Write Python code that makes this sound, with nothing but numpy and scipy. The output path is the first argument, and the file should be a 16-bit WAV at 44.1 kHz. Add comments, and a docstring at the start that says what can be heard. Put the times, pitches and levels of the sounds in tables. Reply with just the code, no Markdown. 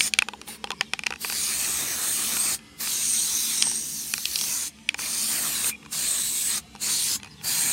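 """Bursts of spray-can hiss with hard rattling knocks, over a low outdoor hum; faint bird whistles join.
A hand sprays a garden figure on a lawn: the hiss is moving-band noise, gated by the valve, echoed off the ground.
The mixing ball knocks and rolls on the paint-damped can: decaying wall modes, stirred-paint noise, fuzzy tones.
Yard air and hums are shaped noise; the whistles are blurred glides."""
import sys
import numpy as np
from scipy import signal
from scipy.io import wavfile
from scipy.ndimage import uniform_filter1d

SR = 44100
rng = np.random.default_rng(int(sys.argv[2]) if len(sys.argv) > 2 else 0)


def inscribe(sig):
    """Save sig as 16-bit PCM at rate SR to the path in sys.argv[1].

    A 1-D sig is mono; a 2-D sig holds one channel per row.
    Samples are clipped to [-1, 1] before scaling.
    """
    pcm = np.round(np.clip(np.atleast_2d(sig).T, -1, 1) * 32767)
    wavfile.write(sys.argv[1], SR, pcm.astype(np.int16))


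N = 340804

# presses of the valve: fully open t/s, starts to close t/s
PRESSES = [(0.004, 0.078), (0.484, 0.562), (1.216, 2.549), (2.808, 4.68), (4.993, 5.697), (5.93, 6.582),
           (6.822, 7.158), (7.445, 7.8)]
# jet spectrum before colouring: f/Hz, relative density/dB per Hz
JET_SPECTRUM = [(120, -19), (300, -10), (520, -21), (750, -15.5), (1500, -12), (2550, -6.5), (3100, -7.5),
                (4100, -4.5), (5300, -4.5), (8500, -4), (9600, -3), (13600, -7), (16000, -10)]
# jet as the hand sweeps: t/s, level/dB, bass lift/dB, treble lift/dB, middle band lift/dB, high band f/Hz,
# high band lift/dB
SWEEP = [(0.04, -25.5, 3.5, -4, 9.5, 8830, 11.5), (0.484, -35.5, 10, 4, 2, 9370, 11),
         (0.562, -44.5, 11, 0, -8, 9050, 5), (1.216, -32, 4.5, 4, 2, 8400, 5),
         (1.43, -26.5, -1, -4, 2, 8750, 8.5), (1.67, -26, 9, 2.5, 8.5, 8350, 14),
         (1.99, -28.5, 12, 6, 9.5, 8240, 9), (2.1, -24, 6.5, 6, 9, 8560, 18.5),
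         (2.31, -27, 4.5, 0, 5, 8470, 7), (2.4, -24.5, 8.5, 1, 6, 8450, 18),
         (2.55, -24.5, 6, 2.5, 8.5, 8430, 11.5), (2.81, -28, 3.5, 4, 2, 8500, 3),
         (2.97, -26, -2, -5.5, 8.5, 8650, 10.5), (3.16, -24, -2.5, -3, 10.5, 8570, 14.5),
         (3.47, -26, 1, 3.5, 11.5, 8660, 6.5), (3.66, -25, -2, -13, 9.5, 8600, 18),
         (3.84, -31.5, -4.5, 1.5, 13.5, 8550, 13.5), (4.2, -33.5, -4, 1, 4, 8800, 1),
         (4.5, -26, 4, 3.5, 12, 8700, 9), (4.68, -31, -3.5, -7.5, 6, 8900, 8),
         (4.993, -30.5, 8, 1, 10, 8820, 7), (5.1, -27.5, 1.5, -1.5, 8, 8700, 13),
         (5.26, -26.5, -1, -1, 2.5, 8900, 8), (5.33, -25, 10.5, 6, 6.5, 8640, 14),
         (5.62, -27.5, 3.5, 1.5, 5.5, 8400, 7.5), (5.695, -23, 8, 6, 9, 8760, 13),
         (5.93, -28.5, 2, -0.5, 5, 8610, 8.5), (6.14, -24.5, 7, 3, 12, 8360, 18),
         (6.34, -26.5, -4.5, 3, 4, 8160, 14), (6.58, -26, 6.5, -1.5, 4.5, 8460, 10),
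         (6.82, -28, 3, -2, 8, 8850, 6), (6.9, -24, 2, -3, 7, 8700, 11), (7.03, -26, -8, -6, 2.5, 8750, 7),
         (7.156, -25, 2, -3, 8.5, 8710, 0), (7.445, -31.5, 13, 6, 6, 8800, 11),
         (7.48, -24.5, 4, 2.5, 8, 8670, 7.5), (7.73, -22.5, 9, 3.5, 11.5, 8480, 19)]
# lower bands of the jet as the can turns: t/s, low band f/Hz, low band lift/dB, middle band f/Hz
TURN = [(0.04, 5100, 10, 6800), (0.5, 4000, -1, 6600), (1.22, 4500, 11, 6500), (1.43, 4900, 3.5, 6550),
        (1.7, 3960, 3.5, 6600), (1.95, 4000, 6, 6200), (2.12, 4000, 4.5, 7060), (2.32, 4370, 1.5, 6160),
        (2.55, 4700, 8.5, 6740), (3.0, 4300, 1.5, 6470), (3.2, 4160, 6, 6400), (3.5, 3800, 7.5, 5970),
        (3.84, 4170, -1, 6250), (4.3, 4350, 8, 5900), (4.68, 4600, 1, 6500), (5.1, 4400, 5.5, 6200),
        (5.26, 4850, 4, 6550), (5.62, 3940, 6, 7000), (5.93, 4600, 2, 7000), (6.14, 3720, 9, 6900),
        (6.58, 4100, 3.5, 7100), (6.88, 4480, 10.5, 6950), (7.03, 3960, 5, 6650), (7.16, 4600, 4, 7030),
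        (7.47, 4670, 9.5, 6900), (7.73, 4300, 6.5, 7000)]
# yard air spectrum: f/Hz, relative density/dB per Hz
AIR_SPECTRUM = [(15, -18), (48, -33), (58, -26), (100, -12.5), (130, -16), (260, -17), (420, -16.5),
                (600, -28.5), (754, -22.5), (1520, -26), (2600, -22.5), (9070, -32), (11500, -38),
                (16000, -55)]
# low hums: f/Hz, width (two standard deviations of power)/Hz, level/dB
HUMS = [(67.5, 8.5, -58), (155.3, 8.4, -59), (217.2, 20, -53.5), (295, 9.2, -61.5)]
# ball knocks: t/s, peak level/dB, then lifts by landing spot: thud/dB, ring/dB, clack/dB, snap/dB
KNOCKS = [(0.006, -2, -42, -7, -7, -13), (0.136, -3, -46, -20.5, -15, -12.5),
          (0.147, -30, -22, -12, -9, -15), (0.187, -1.5, -40, -10.5, -14, -21),
          (0.221, -9, -24, -7.5, -22, -22), (0.285, -15, -13.5, -16, -11, -14),
          (0.334, -24, -1, -15, -3, -26), (0.414, -25, -25, -25, -27, -18), (0.476, -28, -17, -20, -9, -24),
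          (0.641, -15, -9, -19, -4, -13), (0.672, -23.5, -9, -7, -9, -11),
          (0.704, -14.5, -11, -14, -10, -18), (0.716, -16.5, -23, -10, -6, -14),
          (0.809, -4, -16, -7, -11, -9), (0.934, -6, -19, -13, -12, -14.5),
          (0.991, -13.5, -23, -8.5, -16, -17), (1.035, -15.5, -26, -6, -19, -19),
          (1.062, -17.5, -25, -3, -18, -14), (1.066, -5.5, -29, -9.5, -22, -16.5),
          (1.105, -17.5, -14, -12, -19, -13), (1.123, -17, -13, -2, -17, -17),
          (1.136, -23, -17, -8, -21, -23), (1.158, -28, -17, -4, -24, -11), (1.246, -12, -17, -9, -28, -18),
          (1.298, -14.5, -22.5, -17, -24, -11), (1.323, -16, -23, -17, -23, -14),
          (2.368, -17, -24, -16, -20, -20), (2.59, -34, -26, -14, -20, -18),
          (2.872, -18, -28, -15, -23, -12), (3.623, 0.5, -44, -23.5, -16, -13.5),
          (3.668, -16.5, -23, -36, -28, -20), (3.713, -23.5, -19.5, -26, -31, -16),
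          (4.137, -7.5, -37, -20.5, -29, -20), (4.179, -18, -24, -18, -34, -11),
          (4.254, -7, -42, -21, -8, -10), (4.357, -6, -65, -36, -18, -15),
          (4.388, -11.5, -50, -38, -19, -18), (4.411, -12, -36, -36, -20, -18),
          (4.438, -15, -37, -35, -31, -22), (4.786, -39, -32, -3, -12, -18), (4.889, -5, -59, -9, -10, -17),
          (4.943, -15.5, -20, -11, -23, -17), (4.99, -19.5, -15, -10, -20, -18),
          (5.643, -17.5, -25, -16, -15, -21), (5.828, -38, -13, -8, -12, -13),
          (5.849, -34.5, -15, -16, -16, -10), (5.86, -31.5, -11, -11, -19, -14),
          (6.75, -29.5, -12, -33, -19, -20), (6.76, -31.5, -19, -22, -19, -17),
          (7.198, -34, -12, -5, -3, -5), (7.231, -21, -26, -16, -17, -16), (7.245, -27, -19, -18, -23, -17),
          (7.259, -31, -16, -13, -17, -15), (7.272, -34, -13, -10, -19, -12),
          (7.412, -30, -12, -10, -11, -9)]
# modes of the filled can: f/Hz, relative level/dB, decay scale/s (60 dB down after 0.8 of it)
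CAN_MODES = [(495, -7, 0.022), (812, -6.5, 0.051), (950, -1, 0.026), (1196, -0.5, 0.018), (1464, 5, 0.01),
             (1890, 0, 0.012), (2416, 3.5, 0.015), (2643, 4.5, 0.013), (3037, -1, 0.015), (3425, 4, 0.0082),
             (4130, 3, 0.0084), (4930, 4, 0.0078), (5310, -6, 0.0066), (5720, -2, 0.011), (6730, 0, 0.005),
             (6760, 1.5, 0.0038), (8740, 0, 0.0089), (10460, 1, 0.0049), (12500, -12, 0.0039),
             (13100, -11, .004)]
# lift of the top modes, alike in every knock: f/Hz, lift/dB
TICK = [(7500, -14), (13000, -21.5)]
# ball rolling along the wall: t/s, length/s, rubbed mode f/Hz, level/dB
ROLLS = [(0.336, 0.018, 810, -45), (0.476, 0.026, 840, -45), (0.717, .025, 1010, -39),
         (5.711, 0.014, 2420, -36), (5.726, 0.012, 2400, -34), (5.737, 0.022, 2420, -38),
         (5.826, 0.008, 2550, -47), (5.849, 0.022, 2450, -50), (7.235, .05, 2510, -50.5)]
# bird whistles: t/s, length/s, start f/Hz, end f/Hz, level/dB
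BIRDS = [(.775, .035, 4950, 5150, -52), (.825, .07, 4000, 3400, -56), (7.3, .05, 5050, 4800, -52),
         (7.365, .055, 3800, 3250, -53)]

OPEN_DB_PER_S, CLOSE_DB_PER_S = 900, 900
LOW_SIGMA_HZ, MIDDLE_SIGMA_HZ, HIGH_SIGMA_HZ = 370, 566, 350
ECHO_DB, ECHO_LAG_S, ECHO_LAG_RMS_S = -12.5, 0.0016, 0.000312
AIR_DB = -51.5
THUD_HZ, RING_HZ, CLACK_HZ, SNAP_HZ = 980, 2280, 3450, 4840
SLOSH_DB, SLOSH_T60_S, SLOSH_LAG_S = -27, 0.12, 0.0079  # level re knock peak, before the band-pass
BASS_CUT_HZ, BAND_LIMIT_HZ = 56, 15850


def amp(db):
    """Decibels to amplitude."""
    return 10 ** (np.asarray(db) / 20)


def evened(x):
    """Scale to unit RMS."""
    return x / np.sqrt(np.mean(x ** 2) + 1e-20)


def read(points, hz):
    """A dB curve joined by straight lines on a log-frequency axis."""
    f, value = np.transpose(points)
    return np.interp(np.log(hz + 1), np.log(f + 1), value)


def add(mix, start_s, sound):
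    """Add a sound in place, cut at the end of the mix."""
    part = mix[round(start_s * SR):][:len(sound)]
    part += sound[:len(part)]


def frames(size):
    """Frequencies/Hz as a column and frame times/s of a short-time spectrum."""
    hz = np.fft.rfftfreq(size, 1 / SR)[:, None]
    frame_s = np.arange(4 * N // size + 5) * size / 4 / SR
    return hz, frame_s


def noise(db, size, patch_db):
    """Noise from a dB field over frequency and time, with drifting patches."""
    real, imag, patches = rng.standard_normal((db.shape[1], db.shape[0], 3)).T
    patches = uniform_filter1d(patches, size=7, axis=0)  # across frequency
    patches = evened(uniform_filter1d(patches, size=20, axis=1))  # across time
    spectrum = (real + 1j * imag) * amp(db + patch_db * patches)
    return signal.istft(spectrum, nperseg=size, noverlap=size * 3 // 4)[1][:N]


def fuzzy(hz, db, steady, size):
    """A tone along hz whose size and phase wander quickly; steady is the unvarying share."""
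    blur = uniform_filter1d(rng.standard_normal((2, len(hz))), size=size)
    wander = steady + evened(blur[0]) + 1j * evened(blur[1])
    tone = (wander * np.exp(2j * np.pi * np.cumsum(hz) / SR)).real
    return amp(db) * evened(tone) * signal.windows.tukey(len(hz), 0.4)


def drift(t, slow_hz, fast_hz):
    """Slow chance from a dozen sines of random phase, unit RMS."""
    rates_hz = np.geomspace(slow_hz, fast_hz, 12)
    return evened(sum(np.sin(2 * np.pi * (f * t + rng.random())) / np.sqrt(f) for f in rates_hz))


def valve(t):
    """Gain of the presses: the hiss swells and dies linearly in dB."""
    gain = np.zeros(len(t))
    for open_s, close_s in PRESSES:
        before_s, after_s = np.maximum(open_s - t, 0), np.maximum(t - close_s, 0)
        gain += amp(-OPEN_DB_PER_S * before_s - CLOSE_DB_PER_S * after_s)
    return gain


def spray():
    """Jet noise whose bands move as nozzle, hand and figure change the short echoes."""
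    hz, frame_s = frames(size=512)
    sweep_s, level_db, *colour = np.transpose(SWEEP)
    bass_db, treble_db, middle_db, high_hz, high_db = (np.interp(frame_s, sweep_s, c) for c in colour)
    turn_s, *bands = np.transpose(TURN)
    low_hz, low_db, middle_hz = (np.interp(frame_s, turn_s, c) for c in bands)

    db = read(JET_SPECTRUM, hz) + bass_db / (1 + (hz / 2600) ** 4)
    db += treble_db / (1 + (10500 / (hz + 1)) ** 8)
    for centre_hz, sigma_hz, lift_db in ((low_hz, LOW_SIGMA_HZ, low_db),
                                         (middle_hz, MIDDLE_SIGMA_HZ, middle_db),
                                         (high_hz, HIGH_SIGMA_HZ, high_db)):
        db += lift_db * np.exp(-0.5 * ((hz - centre_hz) / sigma_hz) ** 2)
    db -= 10 * np.log10((amp(db) ** 2).sum(0))  # equal power per frame: colour leaves the level alone

    # liquid spits unevenly
    droplets = amp(0.87 * evened(uniform_filter1d(rng.standard_normal(N), size=60)))
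    hiss = evened(noise(db, size=512, patch_db=2.0) * droplets)
    t = np.arange(N) / SR
    return valve(t) * amp(np.interp(t, sweep_s, level_db)) * hiss


def lawn(x):
    """An echo off the ground whose lag drifts as the hand sweeps."""
    t = np.arange(N) / SR
    lag_s = ECHO_LAG_S + ECHO_LAG_RMS_S * drift(t, slow_hz=0.2, fast_hz=1.8)
    return x + amp(ECHO_DB) * np.interp(t - lag_s, t, x)


def yard():
    """Steady outdoor air with a few fuzzy low hums from distant machines."""
    hz, frame_s = frames(size=4096)
    still = 0 * frame_s  # spreads a spectrum over all frames
    air = evened(noise(read(AIR_SPECTRUM, hz) + still, size=4096, patch_db=4.5))
    hum_power = sum(amp(db) ** 2 / width * np.exp(-2 * ((hz - f) / width) ** 2) for f, width, db in HUMS)
    hum_db = 10 * np.log10(sum(amp(db) ** 2 for f, width, db in HUMS))
    hum = evened(noise(10 * np.log10(hum_power + 1e-30) + still, size=4096, patch_db=2.0))
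    return amp(AIR_DB) * air + amp(hum_db) * hum


def slosh(grit, t):
    """Paint stirred by a knock falls back a moment later: decaying band-passed noise."""
    band = signal.butter(2, [1600, 5000], "bandpass", fs=SR, output="sos")
    late_s = np.maximum(t - SLOSH_LAG_S, 0)
    envelope = amp(SLOSH_DB - 60 * late_s / SLOSH_T60_S) * (1 - np.exp(-late_s / 0.0015))
    return signal.sosfilt(band, grit) * envelope


def ball():
    """Each knock is a short rough contact that rings the wall and stirs the paint."""
    out, t = np.zeros(N), np.arange(6000) / SR
    hz, mode_db, decay_s = np.transpose(CAN_MODES)[:, :, None]
    for start_s, peak_db, thud_db, ring_db, clack_db, snap_db in KNOCKS:
        spot, tune, lag = rng.standard_normal((3, len(CAN_MODES), 1))
        grit = rng.standard_normal(len(t))
        # modes start as the contact spreads
        age_s = np.maximum(t[:1800] - 0.0006 - 0.000307 * abs(lag), 0)
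        lift_db = read([(THUD_HZ, thud_db), (RING_HZ, ring_db), (CLACK_HZ, clack_db),
                        (SNAP_HZ, snap_db), *TICK], hz)
        # paint closes on the wall and damps ever harder
        spent = age_s / decay_s
        fade_db = 30 * (spent + 1.9 * spent ** 2)
        size = amp(mode_db + lift_db + 2.0 * spot - fade_db) * (1 - np.exp(-age_s / 0.00027))
        tuned_hz = hz * (1 + 0.028 * tune)
        ring = (size * np.sin(2 * np.pi * tuned_hz * age_s)).sum(0)
        ring *= 1 + 0.21 * uniform_filter1d(grit[:1800], size=4)  # the contact chatters
        add(out, start_s, amp(peak_db) * ring / abs(ring).max())
        add(out, start_s, amp(peak_db) * slosh(grit, t))
    return out


def rolling():
    """The rolling ball keeps one wall mode sounding: a fuzzy fixed tone."""
    out = np.zeros(N)
    for start_s, length_s, hz, db in ROLLS:
        pitch_hz = np.full(round(length_s * SR), hz)
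        add(out, start_s, fuzzy(pitch_hz, db, steady=3.5, size=150))
    return out


def birds():
    """Short gliding whistles, blurred by distance."""
    out = np.zeros(N)
    for start_s, length_s, from_hz, to_hz, db in BIRDS:
        glide_hz = np.linspace(from_hz, to_hz, round(length_s * SR))
        add(out, start_s, fuzzy(glide_hz, db, steady=0.79, size=110))
    return out


def scene():
    """One microphone feeds both channels."""
    mono = lawn(spray()) + yard() + ball() + rolling() + birds()
    return np.array([mono, mono])


def record(dry):
    """The microphone drops the deep bass; hard clipping, then the band limit."""
    bass_cut = signal.butter(3, BASS_CUT_HZ, "highpass", fs=SR, output="sos")
    clipped = np.clip(signal.sosfilt(bass_cut, dry), -0.95, 0.95)
    band_limit = signal.firwin(511, BAND_LIMIT_HZ, window=("kaiser", 9), fs=SR)
    return signal.oaconvolve(clipped, band_limit[None], "same")


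dry = scene()
out = record(dry)
inscribe(out)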